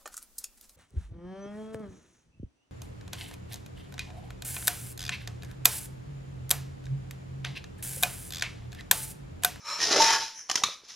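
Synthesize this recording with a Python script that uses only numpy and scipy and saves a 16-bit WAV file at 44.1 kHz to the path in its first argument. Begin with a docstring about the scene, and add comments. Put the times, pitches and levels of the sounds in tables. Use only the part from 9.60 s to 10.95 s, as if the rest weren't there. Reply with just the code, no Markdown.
"""A foil seal is torn off a cardboard snack can, close by in a small room: tiny random bursts crackle in the foil,
ring the stretched seal and drum the wall. Fading tones make the squeaks and the air ringing in the can.
Fingers rub the rim first, as fine slips through resonances; short decaying tones make the wall's hollow knocks.
The plastic lid snaps in sharp clicks of noise and ringing that linger in the room, while the foil rustles faintly.
Light slides of the lid, a soft rumble of the hand and a steady background noise lie underneath."""
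import sys
import numpy as np
from scipy import signal
from scipy.fft import rfft, irfft, next_fast_len
from scipy.io import wavfile
from scipy.ndimage import map_coordinates

SR = 44100
rng = np.random.default_rng(int(sys.argv[2]) if len(sys.argv) > 2 else 0)


def waveform_to_disk(signal):
    """Save audio, clipped to [-1, 1], as 16-bit WAV at the path in sys.argv[1]."""
    frames = np.transpose(np.atleast_2d(signal))
    scaled = np.clip(frames, -1, 1) * 32767
    samples = np.round(scaled).astype(np.int16)
    wavfile.write(sys.argv[1], SR, samples)


N = 59535  # length [samples]

# tone colour of the crackling foil: (frequency [Hz], level [dB])
FOIL_COLOUR = [(40, -21), (120, -21), (300, -25), (650, -21), (1000, -13), (1400, -12), (1800, -8.5),
               (2400, -9), (3600, -6), (4500, -6), (5500, 1.5), (6700, -6.5), (7900, -22.5), (9500, -18.5),
               (11500, -26), (13000, -28)]
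# resonances of the foil: (frequency [Hz], width [Hz], level [dB])
FOIL_RESONANCES = [(3980, 60, -1.5), (5070, 40, 11.5), (5200, 25, -1), (5580, 137, 0), (5680, 107, -1.5)]
FOIL_RING_DB = -8.5  # foil resonances against the crackle
SNAP_ATTACK_S = 0.00075  # shared by the snaps and their echo


def amp(db):
    """Turn decibels into a gain."""
    return 10 ** (np.asarray(db) / 20)


def unit(x):
    """Scale x to an average strength (rms) of 1."""
    return x / np.sqrt(np.mean(x ** 2) + 1e-20)


def along(points, hz):
    """Read a curve of (frequency [Hz], value) points on a logarithmic frequency axis."""
    point_hz, value = np.transpose(points)
    return np.interp(np.log(hz + 1), np.log(point_hz + 1), value)


def level(points):
    """Gain per sample from (time [s], level [dB]) points, practically silent outside them."""
    s, db = np.transpose(points)
    return amp(np.interp(np.arange(N) / SR, s, db, left=-120, right=-120))


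def filtered(x, response):
    """Multiply the spectrum of x by a response of frequency."""
    size = 2 * next_fast_len(N)  # spare room, so that the end does not wrap onto the start
    spectrum = rfft(x, size) * response(np.fft.rfftfreq(size, 1 / SR))
    return irfft(spectrum, size)[..., :N]


def coloured(x, points):
    """Shape x by (frequency [Hz], level [dB]) points with unit power and no sound ahead of its cause."""
    def response(hz):
        cepstrum = irfft(np.log(unit(amp(along(points, hz)))))
        # folding the second half onto the first makes the filter minimum-phase
        cepstrum[1:len(cepstrum) // 2] *= 2
        cepstrum[len(cepstrum) // 2 + 1:] = 0
        return np.exp(rfft(cepstrum))
    return filtered(x, response)


def resonate(x, modes):
    """Send x through side-by-side resonances: (frequency [Hz], width [Hz], level [dB])."""
    def response(hz):
        total = 0
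        for k, (centre, width, db) in enumerate(modes):
            damping = 1j * hz * width
            sign = (-1) ** k  # neighbours alternate in sign
            total = total + sign * amp(db) * damping / (centre ** 2 - hz ** 2 + damping)
        return total
    return filtered(x, response)


def wobble(rate):
    """A smooth random curve with the given number of random points a second."""
    knots = rng.standard_normal(int(N * rate / SR) + 4)
    return map_coordinates(knots, [np.arange(N) * rate / SR])


def slips(per_s, spread_db):
    """Tiny irregular stick-slip impulses of uneven size, as a mid (centre) and a side (width) row."""
    size = amp(spread_db * np.minimum(rng.exponential(size=N), 4))
    happens = rng.random(N) < per_s / SR
    return unit(happens * size * rng.choice([-1, 1], (2, N)))


def dying(s, t60, attack):
    """Envelope of a blow at time s [s]: a quick rise, then a fall of 60 dB in t60 [s]."""
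    t = np.maximum(np.arange(N) / SR - s, 0)
    return (1 - np.exp(-t / attack)) * 10 ** (-3 * t / t60)


def ring(s, hz, t60, attack):
    """One resonance struck at time s [s]: a dying sine."""
    return dying(s, t60, attack) * np.sin(2 * np.pi * hz * (np.arange(N) / SR - s))


def wavering(hz, rough, flutter):
    """A tone of rms 1 whose strength and phase waver, with a faster flutter in strength."""
    phase = 2 * np.pi * np.cumsum(hz * np.ones(N)) / SR
    strength = 1 + rough * wobble(43.64) + flutter * wobble(160)
    return unit(strength * np.sin(phase) + rough * wobble(45.1) * np.cos(phase))


def centred(x):
    """Put a sound in the mid row only."""
    return np.outer([1, 0], x)


def room(x, wet_db):
    """Add echoes of the mid: a spread-out noise tail in which each frequency dies at its own speed."""
    # how long the echoes last: (frequency [Hz], time to fall 60 dB [s])
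    echo_times = [(100, 0.3), (1000, 0.3), (4000, 0.38), (7000, 0.3), (13000, 0.42)]
    delay_s = 0.0039
    hz, t, z = signal.stft(rng.standard_normal((2, SR // 2)), SR, nperseg=256)
    fade = amp(-60 * t / along(echo_times, hz)[:, None])
    tail = signal.istft(z * fade, SR, nperseg=256)[1]
    # silent for one delay, then fading in over another
    tail = tail * np.clip(np.arange(tail.shape[1]) / SR / delay_s - 1, 0, 1)
    echoes = signal.fftconvolve(x[:1], tail / np.linalg.norm(tail[0]), axes=1)[:, :N]
    return x + amp(wet_db) * echoes


def background():
    """Steady random noise with a fixed tone colour."""
    # colour of the background: (frequency [Hz], level [dB])
    floor_colour = [(25, -2), (100, 1), (300, 0.5), (1000, 1), (3000, -9), (6000, 3.5), (8000, -25),
                    (13000, -37)]
    return amp(-63.5) * coloured(rng.standard_normal((2, N)), floor_colour)


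def hand():
    """The grip shifts and the can rumbles softly: noise through low resonances."""
    # rumble of the hand on the can: (time [s], level [dB])
    hand_level = [(.02, -87.5), (.08, -64.5), (.17, -67), (.22, -59), (.3, -57), (.42, -50), (.5, -64.5),
                  (.66, -69), (.76, -102), (.92, -75), (1.08, -54.5), (1.14, -101)]
    # its resonances: (frequency [Hz], width [Hz], level [dB])
    hand_modes = [(55.7, 29, -5.5), (101, 33, 3.5), (158, 64, 3)]
    return level(hand_level) * unit(resonate(rng.standard_normal((2, N)), hand_modes))


def lid_slides():
    """Plastic glides on the rim: fine slips make a thin hiss that swells fast and fades."""
    # slides of the lid: (start [s], length [s], level [dB])
    slides = [(-.03, 0.19, -57.5), (0.746, 0.17, -42.5)]
    # resonances of the hiss: (frequency [Hz], width [Hz], level [dB])
    slide_modes = [(1830, 490, -9.5), (3150, 210, -14.5), (5540, 570, -0.5), (6150, 380, 3),
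                   (9850, 220, -12.5)]
    stroke = np.zeros(N)
    for s, length, db in slides:
        stroke += level([(s, db - 6.0), (s + 0.28 * length, db),
                         (s + 0.65 * length, db - 11.5), (s + length, db - 16)])
    return stroke * unit(resonate(slips(per_s=8000, spread_db=-1.5), slide_modes))


def foil_rustle():
    """Loose foil crinkles softly in tiny impulses and rings faintly."""
    # rustling: (time [s], level [dB])
    rustle_level = [(.87, -81), (.9, -38), (.94, -59), (.98, -33.5), (1.02, -62), (1.05, -50),
                    (1.14, -45.5), (1.2, -91), (1.25, -52.5), (1.275, -60), (1.288, -45), (1.308, -45),
                    (1.35, -52.5)]
    crinkles = slips(per_s=2900, spread_db=0.5)
    ringing = amp(FOIL_RING_DB) * unit(resonate(crinkles, FOIL_RESONANCES))
    return level(rustle_level) * (unit(coloured(crinkles, FOIL_COLOUR)) + ringing)


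def rim_rub():
    """Fine slips ring the rim, whose resonances rise slightly as the grip slides."""
    # rubbing on the rim: (time [s], level [dB])
    rub_level = [(0, -58.5), (.035, -55), (.055, -42.5), (.085, -35.5), (.115, -33), (.16, -36.5),
                 (.19, -36.5), (.23, -67)]
    # resonances of the rim: (frequency [Hz], width [Hz], level [dB])
    rim_modes = [(590, 85, -8.5), (928, 46, -1), (1250, 97, 3.5), (1750, 104, -5.5), (2336, 240, -4),
                 (4096, 155, -1.5), (5400, 110, 5.5), (6260, 480, -14), (6890, 270, -9)]
    glide_per_s, waver = 0.08, 0.0018  # fractions of the pitch
    rub = unit(resonate(slips(per_s=5000, spread_db=2.0), rim_modes))
    t = np.arange(N) / SR - rub_level[4][0]
    # reading the sound ever faster raises its pitch
    position = np.cumsum(1 + glide_per_s * t + waver * wobble(42.0))
    return level(rub_level) * np.array([map_coordinates(row, [position]) for row in rub])


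def snap_echo():
    """The last strong snap's resonances linger in the room: dying coloured noise."""
    # resonances that linger: (frequency [Hz], width [Hz], level [dB])
    echo_modes = [(1240, 90, -1), (2330, 120, -0.5), (3460, 110, 1), (3940, 300, 1.5), (6160, 590, -11)]
    echo = unit(resonate(rng.standard_normal((2, N)), echo_modes))
    return amp(-32.5) * dying(s=1.037, t60=0.36, attack=SNAP_ATTACK_S) * echo


def snaps():
    """Each snap of foil or lid is a jolt, a short crack of noise and a low and a high ring."""
    # snaps: (time [s], crack [dB], low ring [Hz], its level [dB], high ring [Hz], its level [dB])
    snap_list = [(0.322, -41, 1280, -26, 4270, -17), (0.3613, -19, 1366, -21, 5500, -36),
                 (.398, -23.5, 1416, -23.5, 5620, -16), (0.8918, -35, 1140, -34, 5250, -43),
                 (0.898, -21.5, 768, -20.5, 3040, -19), (0.9006, -44, 1196, -22.5, 1880, -25),
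                 (0.9136, -18.5, 1220, -23.5, 5460, -19.5), (0.9427, -36, 1240, -33, 5260, -30),
                 (0.9562, -13.5, 1136, -33, 5470, -11.5), (0.975, -32, 1430, -27, 3150, -24),
                 (1.0366, -12, 1179, -12, 3720, -13), (1.042, -36, 2210, -37, 3810, -21)]
    # tone colour of jolt and crack: (frequency [Hz], level [dB])
    crack_colour = [(50, -14), (200, -12), (600, -15), (1000, -4), (3000, -3.5), (4500, -1), (6200, 4),
                    (7000, -2), (7900, -13), (10000, -13.5), (13000, -24)]
    crack_t60, low_t60, high_t60 = 0.024, 0.022, 0.02  # seconds
    partner_ratio, partner_db = 1.08, -5  # a close second tone over each high ring
    jolt_db = 11.5  # one-sample jolt over the crack
    crack_envelope = sum(amp(db) * dying(s, crack_t60, SNAP_ATTACK_S) for s, db, *_ in snap_list)
    cracks = crack_envelope * rng.choice([-1, 1], (2, N))
    rings = np.zeros(N)
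    for s, db, low_hz, low_db, high_hz, high_db in snap_list:
        cracks[0, round(s * SR)] += amp(db + jolt_db)
        rings += amp(low_db) * ring(s, low_hz, low_t60, SNAP_ATTACK_S)
        high = ring(s, high_hz, high_t60, SNAP_ATTACK_S)
        partner = ring(s, high_hz * partner_ratio, high_t60, SNAP_ATTACK_S)
        rings += amp(high_db) * (high + amp(partner_db) * partner)
    return coloured(cracks, crack_colour) + centred(rings)


def wall_buckles():
    """The cardboard gives with short hollow knocks: dying tones with the deep bass thinned out."""
    # buckles of the wall: (time [s], level [dB], pitch [Hz])
    buckles = [(.3095, -17, 370), (.323, -23.5, 348), (.360, -12, 493), (.396, -19.5, 638),
               (1.021, -29, 774), (1.086, -32.5, 550), (1.235, -46, 407)]
    knocks = sum(amp(db) * ring(s, hz, t60=0.021, attack=0.00055) for s, db, hz in buckles)
    high_pass = signal.butter(2, 170, "high", fs=SR, output="sos")  # cutoff in Hz
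    return centred(signal.sosfilt(high_pass, knocks))


def can_air():
    """The air column in the can sings unevenly while the foil tears, its pitch sinking slightly."""
    # ringing of the air: (time [s], level [dB])
    air_level = [(.394, -39), (.405, -19.5), (.419, -27.5), (.431, -21.5), (.445, -30), (.459, -21.5),
                 (.474, -27.5), (.51, -25.5), (.537, -42), (.565, -30.5), (.615, -50.5), (.635, -37),
                 (.685, -60.5), (.76, -56.5), (.85, -95)]
    t = np.arange(N) / SR - air_level[1][0]
    pitch_hz = 902 - 35 * t
    return centred(level(air_level) * wavering(pitch_hz, rough=0.19, flutter=0.23))


def squeaks():
    """Thin rough tones where the stretched seal sticks and slips."""
    # squeaks: (start [s], length [s], level [dB], pitch [Hz])
    squeak_list = [(0.203, 0.17, -37, 1863), (0.23, 0.063, -35, 5560), (0.485, 0.21, -40.5, 3120),
                   (0.615, 0.11, -48, 4000), (0.627, 0.088, -39.5, 5380)]
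    total = np.zeros(N)
    for s, length, db, hz in squeak_list:
        fade = level([(s, db + 4), (s + 0.11 * length, db), (s + length, db - 18.5)])
        total += fade * wavering(hz, rough=0.68, flutter=0.25)
    return centred(total)


def foil_tear():
    """Tiny bursts of the tearing seal crackle in the foil, ring the seal and drum the wall, scraped later."""
    # tearing of the foil: (time [s], level [dB])
    tear_level = [(.15, -67), (.19, -40), (.207, -30), (.24, -25), (.26, -27), (.28, -31), (.31, -28),
                  (.33, -23), (.353, -27.5), (.367, -23.5), (.386, -27), (.405, -22), (.432, -19.5),
                  (.452, -23.5), (.52, -25.5), (.565, -31), (.6, -36), (.66, -38.5), (.69, -45),
                  (.76, -53.5)]
    # ringing of the stretched seal: (time [s], level [dB])
    seal_level = [(.28, -47), (.33, -29), (.37, -38), (.42, -36), (.5, -28), (.56, -34), (.62, -47.5),
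                  (.7, -54)]
    # the wall drums under the pull, then, after 0.9 s, the lid scrapes faintly on it:
    # (time [s], level [dB])
    wall_level = [(.19, -48.5), (.28, -41), (.33, -30.5), (.352, -30), (.41, -29.5), (.46, -40.5),
                  (.53, -41.5), (.62, -51.5), (.7, -81), (.88, -78), (.92, -56.5), (.985, -49.5),
                  (1.07, -54.5), (1.13, -71)]
    # resonances of the seal, then of the wall: (frequency [Hz], width [Hz], level [dB])
    seal_modes = [(932, 47, 0), (1087, 39, 0.5), (1440, 215, -8), (1654, 17, 5.5), (1748, 120, -6.5),
                  (1988, 21, 4), (2497, 49, -7)]
    wall_modes = [(307, 165, -10), (428, 71, 2), (522, 126, -0.5), (625, 220, 0.5)]
    # the crackle's strength flickers at random
    bursts = slips(per_s=3500, spread_db=2.0) * amp(1.6 * wobble(170))
    foil = unit(coloured(bursts, FOIL_COLOUR))
    foil = foil + amp(FOIL_RING_DB) * unit(resonate(bursts, FOIL_RESONANCES))
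    seal = level(seal_level) * unit(resonate(bursts, seal_modes))
    wall = level(wall_level) * unit(resonate(bursts, wall_modes))
    return level(tear_level) * foil + seal + wall


def scene():
    """Add up all sounds, with room echoes on scrapes and hits; only the treble is wide."""
    # stereo width: (frequency [Hz], side level [dB])
    side_width = [(3800, -68), (4300, -12), (5000, -11.5), (6000, -6.5), (9000, -5), (13000, -6)]
    scrapes = room(rim_rub() + foil_tear() + squeaks() + lid_slides() + foil_rustle(), wet_db=-7.5)
    hits = room(snaps() + wall_buckles(), wet_db=-8.5)
    mid, side = scrapes + hits + snap_echo() + can_air() + hand() + background()
    side = filtered(side, lambda hz: amp(along(side_width, hz)))
    return np.array([mid + side, mid - side])  # left, right


def record(dry):
    """Cut the sound steeply above the recorder's band limit of 13150 Hz."""
    return filtered(dry, lambda hz: 1 / np.sqrt(1 + (hz / 13150) ** 240))


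dry = scene()
out = record(dry)
waveform_to_disk(out)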